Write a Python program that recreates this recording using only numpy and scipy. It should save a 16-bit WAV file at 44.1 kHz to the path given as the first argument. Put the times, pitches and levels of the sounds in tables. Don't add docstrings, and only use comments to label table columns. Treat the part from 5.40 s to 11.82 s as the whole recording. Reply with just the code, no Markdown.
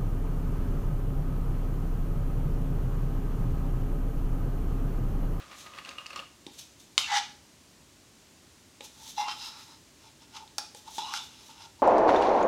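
import sys
import numpy as np
from scipy import signal
from scipy.fft import rfft, irfft, next_fast_len
from scipy.io import wavfile

SR = 44100
rng = np.random.default_rng(int(sys.argv[2]) if len(sys.argv) > 2 else 0)


def to_wav(s):
    ch = np.atleast_2d(s).T
    pcm = np.round(np.clip(ch, -1, 1) * 32767)
    wavfile.write(sys.argv[1], SR, pcm.astype(np.int16))


N = 283122
TIME = np.arange(N) / SR

# part of the wall, time of full force, attack and hold in seconds,
# then relative levels in dB of the enclosed air, the wall's low band and its high band.
SPOON_STROKES = [("bottom", 1.074, 0.011, 0.0097, -54.5, -72, -64),
                 ("bottom", 1.615, .02, .025, -57, -63, -46),
                 ("bottom", 1.72, .075, .025, -29.5, -32.5, -31.5),
                 ("bottom", 1.76, .04, .018, -32.5, -31, -25), ("middle", 3.425, .01, .03, -61, -72, -58),
                 ("middle", 3.61, 0.11, .085, -59.5, -70, -65),
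                 ("middle", 3.779, 0.011, 0.0469, -31, -53, -43),
                 ("middle", 3.866, 0.036, .016, -37, -54.5, -46),
                 ("middle", 3.885, .008, 0.029, -53, -45.5, -37.5),
                 ("middle", 4.016, 0.075, 0.067, -54.5, -55.5, -41),
                 ("middle", 4.13, .1, .1, -59.5, -60.5, -52.5),
                 ("middle", 4.28, 0.068, .06, -61.5, -66, -58.5), ("top", 4.64, 0.066, .04, -66, -65, -58),
                 ("top", 4.82, .04, .012, -61, -66, -57), ("top", 4.961, 0.047, .008, -46, -49, -42.5),
                 ("top", 5.0, .03, .035, -54.5, -74, -72), ("top", 5.478, 0.024, 0.0097, -45, -58, -51.5),
                 ("top", 5.585, .005, .008, -36, -49.5, -40),
                 ("top", 5.612, 0.017, 0.082, -42.5, -56, -46.5),
                 ("top", 5.728, 0.076, .008, -42.5, -46.5, -42),
                 ("top", 5.745, 0.011, 0.026, -49, -49, -35), ("top", 5.80, .03, 0.027, -53, -59, -48),
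                 ("top", 5.9, .06, 0.14, -68, -66.5, -56.5), ("top", 6.1, 0.054, .014, -55.5, -59, -52),
                 ("top", 6.215, 0.13, .04, -54, -57.5, -51), ("top", 6.395, 0.014, .005, -59.5, -68, -61.5)]


def from_db(db):
    return 10 ** (np.asarray(db) / 20)


def rms_one(x):
    return x / np.sqrt(np.mean(x ** 2) + 1e-20)


def at_hz(points, hz):
    known_hz, values = np.transpose(points)
    return np.interp(np.log(np.maximum(hz, 1)), np.log(known_hz), values)


def cut(x, hz, kind, order=2):
    sections = signal.butter(order, np.minimum(hz, .45 * SR), kind, fs=SR, output="sos")
    return signal.sosfilt(sections, x + 1e-18)


def colour(x, spectrum):
    size = next_fast_len(len(x) + 4096) * 2
    gain = from_db(at_hz(spectrum, np.fft.rfftfreq(size, 1 / SR)))
    cepstrum = irfft(np.log(gain))
    cepstrum[1:size // 2] *= 2
    cepstrum[size // 2 + 1:] = 0
    return irfft(rfft(x, size) * np.exp(rfft(cepstrum)))[:len(x)]


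def resonate(x, hz, width_hz):
    radius = np.exp(-np.pi * width_hz / SR)
    feedback = [1, -2 * radius * np.cos(2 * np.pi * hz / SR), radius ** 2]
    return signal.lfilter(np.array([1, 0, -1]) * (1 - radius ** 2) / 2, feedback, x + 1e-18)


def lift(x, modes):
    return x + sum((from_db(db) - 1) * resonate(x, hz, width) for hz, width, db in modes)


def drift(rate_hz):
    return rms_one(cut(rng.standard_normal(N + SR), rate_hz, "low")[SR:])


def grains(per_s, spread_db, clump_db, clump_hz):
    sizes = from_db(spread_db * np.minimum(rng.exponential(1, N), 3)) * rng.choice([-1, 1], N)
    slipping = rng.random(N) < per_s / SR
    return sizes * slipping * from_db(clump_db * drift(clump_hz))


def ring(t, hz, t60):
    t = np.maximum(t, 0)
    return np.sin(2 * np.pi * hz * t) * np.exp(-np.log(1000) * t / t60)


def swell(s, attack_s, hold_s, release_s):
    outside = np.maximum(s - TIME, 0) / attack_s + np.maximum(TIME - s - hold_s, 0) / release_s
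    return from_db(-20 * np.minimum(outside, 10))


def together(gains):
    return np.sqrt(sum(gain ** 2 for gain in gains))


def add(track, s, sound):
    start = max(round(s * SR), 0)
    track[start:start + len(sound)] += sound[:N - start]


def room_tone(level_db=-57.5):
    # frequency in Hz, relative spectral density in dB.
    spectrum = [(15, -64), (25, -28), (43, -7), (74, -1), (206, -5), (249, -2), (373, -6), (489, -12.5),
                (591, -10), (775, -14.5), (1100, -13), (1190, -16.5), (1330, -16), (6920, -15),
                (16000, -32)]
    return from_db(level_db) * rms_one(colour(rng.standard_normal(N + SR), spectrum)[SR:])


def lid(rub_db=-0.5, grip_s=.83, grip_db=-56.5, click_db=-4.5, snap_s=0.0027, ring_db=1.5, ring_t60=0.029):
    # frequency in Hz, gain in dB.
    spectrum = [(120, -40), (200, -9), (485, -14), (530, -3.5), (849, -11), (1220, 4), (1360, -8),
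                (1810, -7), (2750, -7.5), (3540, -9.5), (4390, -13.5), (15000, -34.5)]
    # frequency in Hz, bandwidth in Hz, lift in dB.
    modes = [(1263, 100, 2), (2646, 94, 18.5), (2816, 57, 21.5), (4330, 120, 11)]
    # start and hold in seconds, relative level in dB.
    pushes = [(0, .025, -49), (0.109, 0.037, -47.5), (0.264, 0.009, -47), (0.346, 0.051, -48),
              (0.459, .06, -46.5), (.585, 0.029, -49.5), (.705, .04, -49), (.765, .04, -44.5)]
    # start in seconds, relative level in dB, relative level of added treble in dB.
    snaps = [(0.111, -44, -32), (0.267, -46.5, -33), (0.336, -40.5, -32), (0.386, -30.5, -41),
             (0.449, -36, 11), (0.491, -33.5, 11), (0.584, -31.5, -42), (0.66, -35, -28), (0.665, -34, -2),
             (0.706, -34.5, -25), (0.73, -36, -28), (0.76, -29, -18), (0.775, -38.5, -29),
             (0.792, -33, -32)]
    slips = grains(per_s=2500, spread_db=3.5, clump_db=1.5, clump_hz=80)
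    rub = lift(colour(slips, spectrum), modes[:1])
    grip = (0, grip_s, grip_db)
    pressure = together(from_db(db) * swell(s, 0.023, hold_s, 0.034) for s, hold_s, db in pushes + [grip])
    out = from_db(rub_db) * rms_one(rub) * pressure
    t = TIME[:SR // 16]
    tick = sum(from_db(db) * ring(t, hz, ring_t60) for hz, _, db in modes)
    tick /= np.abs(tick).max()
    for s, db, treble_db in snaps:
        burst = rng.standard_normal(len(t)) * np.exp(-t / snap_s)
        snap = lift(colour(burst, spectrum), modes)
        snap += from_db(treble_db + 20) * cut(snap, [4500, 9500], "band")
        snap /= np.sqrt(np.mean(snap[:SR // 500] ** 2))
        add(out, s, from_db(db + click_db) * (snap + from_db(ring_db) * tick))
    return out


def powder(hiss_db=5.5, flutter_db=1.0):
    # frequency in Hz, relative spectral density in dB.
    spectrum = [(1180, -19), (2000, -18), (2160, -14), (2440, -13), (3580, -0.5), (4940, -7.5),
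                (6090, -1.5), (8330, -10.5), (11500, -13.5), (16000, -22)]
    # time of the peak in seconds, relative level in dB, rise and fall in seconds.
    slides = [(.2, -54, 0.088, 0.11), (1.145, -58.5, .06, .06), (1.193, -47.5, 0.025, 0.066),
              (1.404, -59.5, .03, .08), (1.59, -42, 0.0092, 0.076), (3.448, -51.5, .04, .06),
              (3.695, -50.5, .18, 0.091), (3.8, -51.5, 0.068, .1), (3.91, -56, .05, 0.14),
              (4.07, -53, 0.2, .08), (4.19, -59, 0.086, 0.26), (5.372, -56, 0.045, 0.064),
              (5.57, -50, .14, 0.099), (5.74, -58, .15, .15), (5.836, -55, .03, 0.076), (6.08, -61, .2, .1)]
    hiss = colour(rng.standard_normal(N) * from_db(flutter_db * drift(90)), spectrum)
    flow = together(from_db(db) * swell(s, rise_s, 0, fall_s) for s, db, rise_s, fall_s in slides)
    return from_db(hiss_db) * rms_one(hiss) * flow


def knocks(bounce_s=0.001253, crack_db=-5.0, crack_s=0.0014, buzz_db=-18.0, buzz_s=0.0097,
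           hollow_hz=850, hollow_t60=0.082, thud_t60=0.021):
    # start in seconds, relative metal level in dB, contact pitch in Hz, its spread in octaves,
    # relative levels of bounce, hollow note and thud in dB, thud frequency in Hz.
    impacts = [(1.066, -32, 4000, 0.22, -14, -52, -30.5, 316),
               (1.579, -6.3, 2850, 1.1, -32, -51, -36.5, 404),
               (3.407, -30.5, 3050, 0.31, 8, -45.5, -37.5, 534),
               (3.882, -40, 2993, 0.91, -6, -33.5, -61, 454), (5.077, -44, 4170, 0.16, -8, -66, -68, 450),
               (5.1821, -16, 5300, 0.39, 11, -34.5, -51, 400),
               (5.1834, -21.5, 1350, 0.53, -18, -64, -52, 410),
               (5.348, -36, 3700, 1.55, -25, -45.5, -41.5, 523),
               (5.582, -26.5, 3408, 0.55, 6, -27.5, -40, 407), (5.738, -27, 4450, 0.43, 0, -43, -56, 398.4),
               (5.739, -25.5, 1360, .3, -7, -42, -70, 406)]
    # frequency in Hz, relative level in dB, t60 in seconds.
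    modes = [(1373, 5.5, 0.012), (1830, -3, 0.011), (2540, 8, 0.0045), (3085, -20, 0.0033), (3590, 2, .014),
             (3680, 0.5, 0.025), (3700, -35, 0.013), (4560, -4.5, 0.014), (5490, -4, 0.017),
             (5630, -25, 0.029), (6500, -14, 0.014), (7400, -31, .012), (7500, -27, 0.011),
             (8100, -15, .014), (9800, -23, .008), (11000, -21, 0.016)]
    out, t = np.zeros(N), TIME[:SR // 4]
    contact = from_db(crack_db) * np.exp(-t / crack_s) + from_db(buzz_db) * np.exp(-t / buzz_s)
    for s, db, contact_hz, octaves, bounce_db, hollow_db, thud_db, thud_hz in impacts:
        metal = np.zeros(len(t))
        for hz, mode_db, t60 in modes:
            weight = from_db(mode_db) / (1 + (np.log2(hz / contact_hz) / octaves) ** 2)
            metal += weight * (ring(t, hz, t60) + from_db(bounce_db) * ring(t - bounce_s, hz, t60))
        noise = rms_one(resonate(rng.standard_normal(len(t)), contact_hz, contact_hz * octaves))
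        metal = metal / np.abs(metal).max() + contact * noise
        metal = cut(metal, 700, "high")
        metal = cut(metal, 2.99 * contact_hz, "low", order=4)
        air = from_db(hollow_db) * ring(t, hollow_hz, hollow_t60)
        thud = from_db(thud_db) * ring(t, thud_hz, thud_t60)
        add(out, s, from_db(db) * metal + cut(air + thud, 203, "high"))
    return out


def scrape(spot, low_db, high_db, split_hz=2450, release_s=.04):
    # frequency in Hz, gain in dB.
    spectrum = [(290, -44), (500, -17), (665, -12), (847, 2), (962, -5.5), (1430, -10), (1560, -16.5),
                (1990, -13.5), (2460, -15.5), (3000, -16), (6300, -19), (15000, -51)]
    # frequency in Hz, bandwidth in Hz, lift in dB.
    bottom_modes = [(1730, 100, 14.5), (2014, 41, 15.5), (2190, 23, 12), (2626, 26, 2), (2898, 33, 8.5),
                    (3080, 59, 9), (3470, 59, 8), (3665, 170, 7), (4530, 30, 9), (5850, 80, 5),
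                    (6400, 80, 6)]
    middle_modes = [(1340, 94, 3), (2840, 160, 7), (3680, 120, 6), (3960, 150, 16), (4420, 260, 8.8),
                    (5074, 260, 16.7), (5900, 120, 3.8), (9500, 200, 9), (11400, 310, 11)]
    top_modes = [(1413, 50, 3.8), (1830, 260, -7), (2830, 160, 6), (3490, 100, 7.5), (3930, 78.4, 8.4),
                 (5270, 200, 8.4), (5915, 59, 3.5), (6200, 140, 3.8), (9500, 200, 10), (11500, 310, 11.5)]
    modes = {"bottom": bottom_modes, "middle": middle_modes, "top": top_modes}[spot]
    slips = grains(per_s=5400, spread_db=3.5, clump_db=0.96, clump_hz=130)
    wall = lift(colour(slips, spectrum), modes)
    low = rms_one(cut(cut(wall, 1210, "high", order=6), split_hz, "low", order=4))
    high = rms_one(cut(wall, split_hz, "high", order=4))
    low_gain, high_gain = together(
        from_db(bands_db)[:, None] * swell(s, attack_s, hold_s, release_s)
        for where, s, attack_s, hold_s, _, *bands_db in SPOON_STROKES if where == spot)
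    return from_db(low_db) * low * low_gain + from_db(high_db) * high * high_gain


def judder(depth, rate_hz=68, uneven=0.2953):
    phase = 2 * np.pi * np.cumsum(rate_hz * (1 + uneven * drift(38.1))) / SR
    return rms_one(1 + depth * np.sin(phase))


def hollow_air(rest_hz=876, sag_hz=60.1, waver=0.02206, flicker_db=1.5, climb_hz=205,
               grit_db=-15.0, grit_width_hz=450, air_db=0.9, release_s=0.03004):
    draws = [(3.772, .115), (5.58, .15)]
    force = together(from_db(db) * swell(s, .6 * attack_s, hold_s, release_s)
                     for _, s, attack_s, hold_s, db, _, _ in SPOON_STROKES)
    note_hz = rest_hz - sag_hz * (force / force.max()) ** 2
    rasp_hz, rasp_db = note_hz + 24, -3
    for s, length_s in draws:
        times = [s - release_s, s, s + length_s, s + length_s + release_s]
        rasp_hz += climb_hz * np.interp(TIME, times, [0, 0, 1, 0])
        rasp_db += np.interp(TIME, times, [0, -13, 3, 0])
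    note = np.sin(2 * np.pi * np.cumsum(note_hz * (1 + waver * drift(74))) / SR)
    note = rms_one(note * judder(depth=0.49) * from_db(flicker_db * drift(84)))
    rasp_phase = 2 * np.pi * np.cumsum(rasp_hz) / SR
    rasp = drift(70) * np.sin(rasp_phase) + drift(70) * np.cos(rasp_phase)
    grit = resonate(rng.standard_normal(N), rest_hz, grit_width_hz)
    grit = rms_one(resonate(grit, rest_hz, grit_width_hz))
    air = (note + from_db(rasp_db) * rasp) / np.hypot(1, from_db(rasp_db))
    air += from_db(grit_db) * grit
    return from_db(air_db) * cut(air, 665, "high", order=4) * force


def squeaks(waver=0.017, flicker_db=4.0, edge_s=0.017):
    # start and end in seconds, frequency in Hz, relative level in dB.
    locked_modes = [(1.642, 1.668, 2714, -39.5), (1.727, 1.775, 1990, -35.5), (3.775, 3.825, 3940, -45.5),
                    (3.776, 3.837, 3490, -46), (3.78, 3.813, 5830, -43.5), (3.78, 3.927, 2763, -45.5),
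                    (3.788, 3.855, 2090, -49), (3.885, 3.924, 3130, -44), (5.58, 5.686, 3930, -46.5),
                    (5.584, 5.633, 3490, -46.5), (5.64, 5.72, 2890, -48), (5.745, 5.762, 1401, -43.5),
                    (5.767, 5.827, 3550, -46)]
    out = np.zeros(N)
    for start, end, hz, db in locked_modes:
        phase = 2 * np.pi * np.cumsum(hz * (1 + waver * drift(197.2))) / SR
        out += from_db(db) * np.sin(phase) * swell(start, edge_s, end - start, edge_s)
    return from_db(flicker_db * drift(260)) * judder(depth=0.37) * out


def kitchen(x, first_echo_s=0.0047, build_s=0.00082, dull_hz=9500):
    # frequency in Hz, reverberation time in seconds.
    decay_times = [(200, 0.38), (900, 0.38), (3000, 0.4), (6000, 0.42), (14000, 0.37)]
    t, echoes = TIME[:SR * 3 // 4], 0
    edges_hz = np.geomspace(125, 16000, 8)
    for low, high in zip(edges_hz, edges_hz[1:]):
        band = cut(rng.standard_normal(len(t)), [low, high], "band", order=3)
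        t60 = at_hz(decay_times, np.sqrt(low * high))
        echoes += band * np.exp(-np.log(1000) * t / t60)
    echoes *= 1 - np.exp(-np.maximum(t - first_echo_s, 0) / build_s)
    echoes /= np.sqrt(np.sum(echoes ** 2))
    return signal.fftconvolve(x, cut(echoes, dull_hz, "low", order=1))[:N]


def scene():
    hits, air = knocks(), hollow_air()
    friction = lid() + powder() + squeaks()
    friction += scrape("bottom", low_db=-0.5, high_db=-2.5)
    friction += scrape("middle", low_db=3.5, high_db=-1.5)
    friction += scrape("top", low_db=-0.5, high_db=-1.0)
    reflections = kitchen(from_db(-6.5) * hits + from_db(-7.5) * friction + from_db(-9.0) * air)
    return (hits + air + friction + reflections + room_tone())[None]


def record(dry):
    return cut(cut(dry, 32, "high"), 15900, "low", order=24)


dry = scene()
out = record(dry)
to_wav(out)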